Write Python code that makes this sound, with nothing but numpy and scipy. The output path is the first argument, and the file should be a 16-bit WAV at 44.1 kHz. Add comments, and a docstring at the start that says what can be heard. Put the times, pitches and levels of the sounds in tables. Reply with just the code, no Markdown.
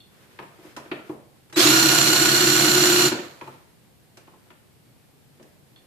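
"""An electric driver, mounted on a bench press, whines and grinds for a second and a half as it trims a
brass case, shaking the bench, then winds down: tooth-order tones, scraping noise and cutter chatter follow
one shaft angle. Around it the lever knocks and the case is picked out with light clicks (noise bursts and
damped modes), loose cases ring, and ram and hand rub (swelling noise). A small workshop echoes driver,
knocks and rings over a steady noise background."""
import sys
import numpy as np
from scipy import signal
from scipy.fft import rfft, irfft, next_fast_len
from scipy.io import wavfile
from scipy.ndimage import map_coordinates

SR = 44100
rng = np.random.default_rng(int(sys.argv[2]) if len(sys.argv) > 2 else 0)


def output_pcm(signal):
    """Save a mono or channel-first signal as 16-bit PCM at the path in sys.argv[1].

    Samples are clipped to [-1, 1] before scaling.
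    """
    pcm = np.clip(np.atleast_2d(signal).T, -1, 1) * 32767
    wavfile.write(sys.argv[1], SR, np.round(pcm).astype(np.int16))


N = 258426
TIME = np.arange(N) / SR


def amp(db):
    """Level law: decibels to amplitude gain."""
    return 10 ** (np.asarray(db) / 20)


def unit(x):
    """Normalisation: scale to rms 1."""
    return x / np.sqrt(np.mean(x ** 2) + 1e-20)


def along(points, hz):
    """Logarithmic pitch scale: interpolate (Hz, value) points on a log axis."""
    f, v = np.transpose(points)
    return np.interp(np.log(hz + 1), np.log(f + 1), v)


def curves(rows):
    """Linear interpolation: one value per sample for each column after the time."""
    s, *cols = np.transpose(rows)
    return [np.interp(TIME, s, c) for c in cols]


def ramp(start, length):
    """Linear onset: a rise from 0 to 1 that begins at start."""
    return np.clip((TIME - start) / length, 0, 1)


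def fade(start, life):
    """Exponential relaxation: 1 until start, then a fall with time constant life."""
    return np.exp(-np.maximum(TIME - start, 0) / life)


def wobble(rate):
    """Band-limited fluctuation: a smooth random curve, rate knots a second."""
    knots = rng.standard_normal(int(N * rate / SR) + 4)
    return map_coordinates(knots, [np.arange(N) * rate / SR])


def cycle(turns, lag=0):
    """Harmonic motion: a swing once per turn."""
    return np.cos(2 * np.pi * (turns - lag))


def filtered(x, response):
    """Linear filtering: x times a complex response of frequency."""
    n = x.shape[-1]
    m = next_fast_len(n + SR // 4)
    return irfft(rfft(x, m) * response(np.fft.rfftfreq(m, 1 / SR)), m)[..., :n]


def panned(pan_db):
    """Intensity stereo: left and right gains of constant power."""
    g = amp(np.array([np.atleast_1d(pan_db), -np.atleast_1d(pan_db)]) / 2)
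    return g / np.sqrt(np.mean(g ** 2, axis=0))


# Left-right correlation of near sources: pitch_hz [Hz], likeness [0 to 1]
NEAR_LIKENESS = [(150, 1), (340, 0.76), (600, 0.79), (1200, 0.082), (12000, 0)]


def rush(spectrum, alike, size=N):
    """Interchannel correlation: coloured stereo noise of rms 1, mixed from independent mid and side."""
    def shape(hz):
        turn = np.arccos(np.clip(along(alike, hz), -1, 1)) / 2
        return amp(along(spectrum, hz)) * np.array([np.cos(turn), np.sin(turn)])

    mid, side = filtered(rng.standard_normal((2, size)), shape)
    return unit(np.array([mid + side, mid - side]))


def resonate(x, modes):
    """Modal resonance: x through parallel modes, each two equal band-pass stages in series, at rms 1."""
    def response(f):
        return sum(amp(db) * (1j * f * w / (c * c - f * f + 1j * f * w)) ** 2 for c, w, db in modes)

    return unit(filtered(x, response))


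def add(track, s, sound):
    """Superposition: mix a sound in at time s."""
    start = max(0, round(s * SR))
    track[:, start:start + sound.shape[-1]] += sound[..., :N - start]


# Background spectrum: pitch_hz [Hz], level_db [relative dB per Hz]
BACKGROUND_SPECTRUM = [(15, -43.5), (25, -21), (127, 2), (247, -6), (480, -11), (644, -14.5), (755, -15),
                       (1290, -22), (2250, -22), (4740, -24), (6020, -28.5), (8290, -25), (13000, -26),
                       (14500, -27)]
# Left-right correlation of the background: pitch_hz [Hz], likeness [0 to 1]
BACKGROUND_LIKENESS = [(60, 0.11), (240, 0.24), (950, 0.088), (3770, 0.0099), (15000, 0.11)]


def background():
    """Stationary noise: a steady, mostly low-pitched hush, nearly unrelated left and right."""
    return amp(-56.5) * rush(BACKGROUND_SPECTRUM, BACKGROUND_LIKENESS)


# Reverberation time: pitch_hz [Hz], t60_s [s for a 60 dB fall]
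REVERBERATION = [(150, 0.19), (400, 0.42), (1500, 0.57), (4000, 0.42), (7000, 0.36), (14000, 0.082)]


def room(x):
    """Reverberation: convolution with noise that decays in each band; the highest treble dies soonest."""
    colour = [(120, -4.5), (340, -8.5), (700, -4.5), (2500, -4), (6000, -5.5), (12000, 1.5)]  # Hz, dB
    hz, t, z = signal.stft(rush(colour, NEAR_LIKENESS, size=SR // 2), SR, nperseg=256)
    decay = amp(-60 * t / along(REVERBERATION, hz)[:, None])
    tail = signal.istft(z * decay, SR, nperseg=256)[1]
    # the echo starts 5 ms after the direct sound
    tail = np.pad(tail / np.linalg.norm(tail[0]), ((0, 0), (SR // 200, 0)))
    return signal.fftconvolve(x, tail, axes=1)[:, :N]


# Rubbing of ram and hand: start_s [s], length_s [s], level_db [dB]
STROKES = [(0, .88, -57), (0.844, 0.26, -58), (3.34, 0.1, -47.5), (4.08, 0.41, -66.5)]
# Spectrum of the rubbing: pitch_hz [Hz], level_db [relative dB per Hz]
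RUB_SPECTRUM = [(60, -18), (200, -6.5), (350, 7), (900, -0.5), (1800, 1), (4000, -6.5), (7000, -12),
                (14000, -14)]
STROKE_RISE_S, STROKE_FALL_S = 0.21, .11  # linear rise; time constant of the fall
RUSTLE_DB = -68.5  # the faint rustle between strokes


def slide():
    """Friction noise: the ram rubs in its guide and a hand moves over the bench."""
    strokes = sum(amp(db) * ramp(s, STROKE_RISE_S) * fade(s + length, STROKE_FALL_S)
                  for s, length, db in STROKES)
    strength = np.hypot(strokes, amp(RUSTLE_DB)) * amp(2.2 * wobble(25))
    return strength * rush(RUB_SPECTRUM, NEAR_LIKENESS)


# Touches of loose brass cases: start_s [s], level_db [dB]
CLINKS = [(0.004, -54), (0.04, -63), (5.761, -57.5)]
# Ringing modes of the brass: pitch_hz [Hz], level_db [relative dB], t60_s [s]
BRASS_MODES = [(2800, 0, 0.044), (3390, 4, 0.083), (3417, 2, 0.06), (3570, 4.5, .12), (4320, 2, .1)]


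def clinks():
    """Damped free vibration: loose cases touch and ring briefly, buzzing against each other."""
    out, t = np.zeros((2, N)), np.arange(SR // 4) / SR
    for s, db in CLINKS:
        ring = np.zeros((2, len(t)))
        for hz, level, t60 in BRASS_MODES:
            buzz = .16 * wobble(160)[:len(t)]
            ring += amp(level - 60 * t / t60) * cycle(hz * t + buzz, rng.random((2, 1)))
        add(out, s, amp(db) * ring)
    return out


# Spectrum of the struck bench: pitch_hz [Hz], level_db [relative dB per Hz]
BOOM_SPECTRUM = [(85, -39), (135, 8.5), (190, -1), (270, 3.5), (400, 2), (620, 1.5), (900, -11.5),
                 (2000, -36.5)]
# Spectrum of the steel linkage: pitch_hz [Hz], level_db [relative dB per Hz]
CLANK_SPECTRUM = [(350, -17.5), (620, -4), (740, -5.5), (900, 6), (1080, 0.5), (1270, -3.5), (1550, -17.5),
                  (2400, -36)]


def contact(boom_db, thud_db, clank_db, click_db, tick_db):
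    """Impact excitation: a click first; milliseconds later linkage clank, heavy frame thud and bench boom."""
    t = np.arange(SR // 3) / SR

    def swell(peak_s):
        return t / peak_s * np.exp(1 - t / peak_s)

    def burst(colour):
        return rush(colour, NEAR_LIKENESS, size=len(t))

    def struck(t60_s, rise_s):
        return amp(-60 * t / t60_s) * (1 - np.exp(-t / rise_s))

    boom = burst(BOOM_SPECTRUM) * struck(0.41, .003)
    frame_tones = [(340, 1), (430, 0.078), (290, 0.27)]  # Hz, gain
    thud = swell(0.0096) ** 3 * sum(gain * cycle(hz * t, rng.random()) for hz, gain in frame_tones)
    clank = burst(CLANK_SPECTRUM) * swell(0.0085) ** 2
    click_colour = [(500, -15), (1400, 4), (2800, 0.5), (4600, -12.5), (6200, -37.0)]  # Hz, dB
    click = burst(click_colour) * struck(0.065, 0.00072)
    tick_colour = [(3000, -11), (5500, 2.0), (10000, -6.5), (14000, -14)]  # Hz, dB
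    tick = burst(tick_colour) * struck(0.058, 0.0015)
    body = amp(boom_db) * boom + amp(thud_db) * thud + amp(clank_db) * clank
    return body + amp(click_db) * click + amp(tick_db) * tick


# The ram, and the motor as it starts and brakes, jolt the frame:
# start_s [s], level_db [dB], click_db [relative dB]
THUMPS = [(.585, -41, -20), (.643, -38.5, -27), (0.856, -40, -9), (.914, -21.5, -4.5), (.989, -36, -10),
          (1.093, -22, -27), (1.562, -21, -8.5), (3.116, -15, -12), (3.189, -24.5, -8)]
# The lever's linkage takes up its play: start_s [s], level_db [dB], click_db [relative dB]
CLANKS = [(.388, -36.5, 0), (.423, -41, -5), (0.768, -35.5, -7), (3.411, -36, -1.5), (3.473, -36.5, -9),
          (4.273, -49, -5), (4.332, -51.5, -18.5)]
# Light contacts of case, shell holder and trigger: start_s [s], level_db [dB], tick_db [relative dB]
CLICKS = [(.764, -36.5, -1.5), (.771, -44, -5), (1.497, -52, -4), (1.526, -38, -1.5), (4.171, -44.5, -1.5),
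          (4.503, -46.5, -14), (5.426, -56, 3), (5.76, -56, -17)]
SET_DOWN_S, SET_DOWN_DB = 5.396, -48  # the trimmed case is put down on the bench


def knocks():
    """Impact response: thumps sound mostly in the frame, clanks in the linkage, clicks at the contact."""
    out = np.zeros((2, N))
    for s, db, click_db in THUMPS:
        thump = contact(boom_db=-14.5, thud_db=-2.0, clank_db=-17.5, click_db=click_db, tick_db=-41)
        add(out, s, amp(db) * thump)
    for s, db, click_db in CLANKS:
        clank = contact(boom_db=-9, thud_db=-2.5, clank_db=-2, click_db=click_db, tick_db=-20)
        add(out, s, amp(db) * clank)
    for s, db, tick_db in CLICKS:
        click = contact(boom_db=-12, thud_db=-6, clank_db=-12, click_db=0, tick_db=tick_db)
        add(out, s, amp(db) * click)
    set_down = contact(boom_db=-1, thud_db=-4.5, clank_db=-11, click_db=-8, tick_db=-18)
    add(out, SET_DOWN_S, amp(SET_DOWN_DB) * set_down)
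    return out


def windings():
    """Magnetic excitation: the speed switch makes the stalled windings sing just before the rotor moves."""
    gate = np.interp(TIME, [1.541, 1.546, 1.556, 1.56], [0, 1, 1, 0])
    tones = cycle(3900 * TIME) + 0.339 * cycle(7800 * TIME) + .8 * cycle(335 * TIME)
    return amp(-38) * gate * tones


SPINDLE = 22  # motor turns per spindle turn


def chatter(turns, scatter, count=22):
    """Periodic impact: the cutter catches at the same angles on every spindle turn, never quite alike."""
    angle, force = rng.random(count), rng.standard_normal(count)
    places = (np.arange(int(turns[-1] / SPINDLE))[:, None] + angle) * SPINDLE
    blows = force + scatter * rng.standard_normal(places.shape)
    return np.bincount(np.searchsorted(turns, places.ravel()), blows.ravel(), N + 1)[:N]


def lines(table, shaft):
    """Order spectrum: tones at multiples of a shaft's speed, with slightly straying phase."""
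    return sum(amp(db) * np.sqrt(2) * cycle(order * shaft + 0.069 * wobble(25)) for order, db in table)


# Gear whine: order [multiple of the tooth rate], level_db [relative dB], pan_db [left-right dB],
# throb_db [dB], roughness [cycles of phase]
WHINE = [(1.012, -12.5, 5.5, 2, 0.13), (2, -15.5, 1.5, 3.5, 0.16), (2.966, -12, -10, 8.5, 0.0319),
         (3.995, -10.5, -17.5, -2.5, 0.085), (4.98, -7, -16, 3, 0.24), (6, -19.5, -0.5, -1, .2),
         (6.96, -20, -4.5, 2.5, 0.3), (7.96, -19, -11.5, 2, 0.19), (8.96, -18, -16.5, -1, 0.19),
         (10, -26, -9, -3, 0.22)]
# Spectrum of the tooth scrape: pitch_hz [Hz], level_db [relative dB per Hz]
SCRAPE_SPECTRUM = [(240, -41), (400, -12), (548, -9), (719, -7.5), (848, -9.5), (1460, -3), (1940, -7.5),
                   (3750, -6), (4290, -0.5), (4990, -9.5), (7050, -8), (9380, -17.5), (14500, -14.5)]
# Balance of the tooth scrape: pitch_hz [Hz], pan_db [left-right dB]
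SCRAPE_PAN = [(400, -5.5), (1000, -1.5), (2500, -1.5), (5000, -1), (7000, -7), (13000, -6.5)]
TEETH = 4  # teeth met per motor turn
CARRIER, CUTTER = 11, 25  # motor turns per turn of each
ON_S, OFF_S = 1.558, 3.085  # trigger pulled and let go


def gears(turns):
    """Gear meshing with modulation: planet carrier and cutter drag make the tooth whine flutter and throb."""
    flutter = .042 * cycle(turns / CARRIER, lag=0.67) + 0.069 * cycle(turns / CUTTER, lag=.36)
    # the gears clatter while they speed up and sing once they are seated
    loose = 1 - ramp(1.61, 0.068)
    jitter = 0.056 * loose * wobble(150) + 0.0059 * wobble(70) + 0.014 * wobble(700)
    teeth = TEETH * turns + flutter + jitter
    throb = cycle(turns / CARRIER, lag=.87) + .4 * cycle(2 * turns / CARRIER, lag=.8)
    whine = np.zeros((2, N))
    for order, db, pan_db, throb_db, rough in WHINE:
        # rough partials stray in phase and in strength, clean ones pulse evenly
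        phase = order * teeth + rough * wobble(170) + rng.random() + np.array([[0], [1 / 6]])
        strength = amp(db + throb_db * throb + 10 * rough * wobble(90))
        whine += panned(pan_db) * strength * np.sqrt(2) * cycle(phase)
    # every tooth scrapes as it meets the next
    noise = rush(SCRAPE_SPECTRUM, NEAR_LIKENESS)
    scrape = unit(filtered(noise, lambda hz: panned(along(SCRAPE_PAN, hz))))
    bite = amp(4.9 * cycle(teeth) + 0.88 * throb + 1.6 * wobble(250))
    bite /= np.sqrt(np.mean(bite[round(ON_S * SR):round(OFF_S * SR)] ** 2))
    return amp(-0.78 - 1.5 * loose) * whine + amp(-0.19 + 2.0 * loose) * scrape * bite


# Running speed before spin-up and braking: start_s [s], speed [motor turns per s]
SPEED = [(1.85, 357), (2.3, 360.8), (2.65, 359), (3.085, 357.3)]
# Rotor imbalance: order [multiple of the motor speed], level_db [relative dB]
HUM = [(.997, -7)]
# The hum's beats with the cutter and its overtone: order [multiple of the motor speed], level_db [relative dB]
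BEATS = [(.878, -12.5), (.957, -9), (1.987, -14.5)]
# Modes of the press frame: pitch_hz [Hz], width_hz [Hz, each stage], level_db [relative dB]
FRAME_MODES = [(307.5, 29, -4), (330.4, 38.4, -1)]
# Modes of the bench top: pitch_hz [Hz], width_hz [Hz, each stage], level_db [relative dB]
BENCH_MODES = [(137.6, 10, 2.5), (157.1, 13, -1.5), (205.9, 38, -6)]
# The wobbling chuck rocks the bench: order [multiple of the spindle speed], level_db [relative dB]
SHUDDER = [(8, -5.5), (9, -6)]
START_LACK, SPIN_UP_S, BRAKE_S = .72, .04, .13  # share of speed lacking after the first kick; time constants
ATTACK_S, RELEASE_S, EASE_S = 0.014, 0.041, 3.068  # the torque builds, and fades once the finger eases
GEAR_DB, FRAME_DB, HUM_DB, BENCH_DB = -19, -32, -25, -35.5  # base levels at full speed
SURGE_S, GEAR_SURGE_DB, FRAME_SURGE_DB = 0.2, 5, 8  # the first bite is the hardest and dies away
# the cutter settles on the case: the hum grows, the rattle and beats weaken
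SEAT_S, SEAT_RISE_S = 2.67, .12
SEAT_HUM_DB, SEAT_BENCH_DB, SEAT_RATTLE_DB = 8, 0.5, -1
COAST_DB, FRAME_COAST_DB, HUM_COAST_DB = -17.5, -5.5, -16  # gears, frame rattle, hum without torque


def driver():
    """Order-locked excitation: whine, hum and chatter follow the motor shaft, scaled by torque and speed."""
    # share of full speed
    pace = (TIME > ON_S) * (1 - START_LACK * fade(ON_S, SPIN_UP_S)) * fade(OFF_S, BRAKE_S)
    turns = np.cumsum(pace * curves(SPEED)[0]) / SR
    started, released = np.sqrt(ramp(ON_S, ATTACK_S)), ramp(EASE_S, RELEASE_S)
    surge, seated = fade(ON_S, SURGE_S), ramp(SEAT_S, SEAT_RISE_S)

    gear_gain = amp(GEAR_DB + GEAR_SURGE_DB * surge + COAST_DB * released)
    gearbox = started * pace ** 1.03 * gear_gain * gears(turns)

    hum_gain = amp(HUM_DB + HUM_COAST_DB * released + 1.1 * wobble(14))
    imbalance = amp(SEAT_HUM_DB * seated) * lines(HUM, turns)
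    beats = amp(SEAT_RATTLE_DB * seated) * lines(BEATS, turns)
    hum = pace ** 2 * hum_gain * (imbalance + beats)

    rattle_gain = amp(FRAME_DB + SEAT_RATTLE_DB * seated + FRAME_SURGE_DB * surge
                      + FRAME_COAST_DB * released)
    rattle = pace ** .7 * rattle_gain * resonate(chatter(turns, scatter=0.93), FRAME_MODES)
    frame = amp(1.1 * cycle(turns / CARRIER, lag=.725)) * (rattle + hum)

    shaken = amp(-4.0) * resonate(chatter(turns, scatter=0.79), BENCH_MODES)
    shudder = shaken + lines(SHUDDER, turns / SPINDLE)
    bench = pace ** 5 * amp(BENCH_DB + SEAT_BENCH_DB * seated) * shudder

    whole = gearbox + started * (panned(2.0) * frame + panned(-.7) * bench) + windings()
    # the small body radiates hardly any deep bass
    return signal.sosfilt(signal.butter(3, 105, "highpass", fs=SR, output="sos"), whole)


def scene():
    """Direct and reverberant sound: driver and handling in the room, over rubbing and steady background."""
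    tool, handling = driver(), knocks() + clinks()
    echo = room(amp(-6.5) * tool + amp(-4.0) * handling)
    return amp(-0.5) * tool + handling + echo + slide() + background()


TOP_HZ = 14560  # middle of the upper band edge


def record(dry):
    """Soft saturation and band limiting: the highest peaks are rounded and the top treble is cut off."""
    rounded = dry / (1 + np.abs(dry / .88) ** 8) ** (1 / 8)
    # a smooth edge 240 Hz wide
    return filtered(rounded, lambda hz: np.sin(np.pi / 2 * np.clip((TOP_HZ + 120 - hz) / 240, 0, 1)) ** 2)


dry = scene()
out = record(dry)
output_pcm(out)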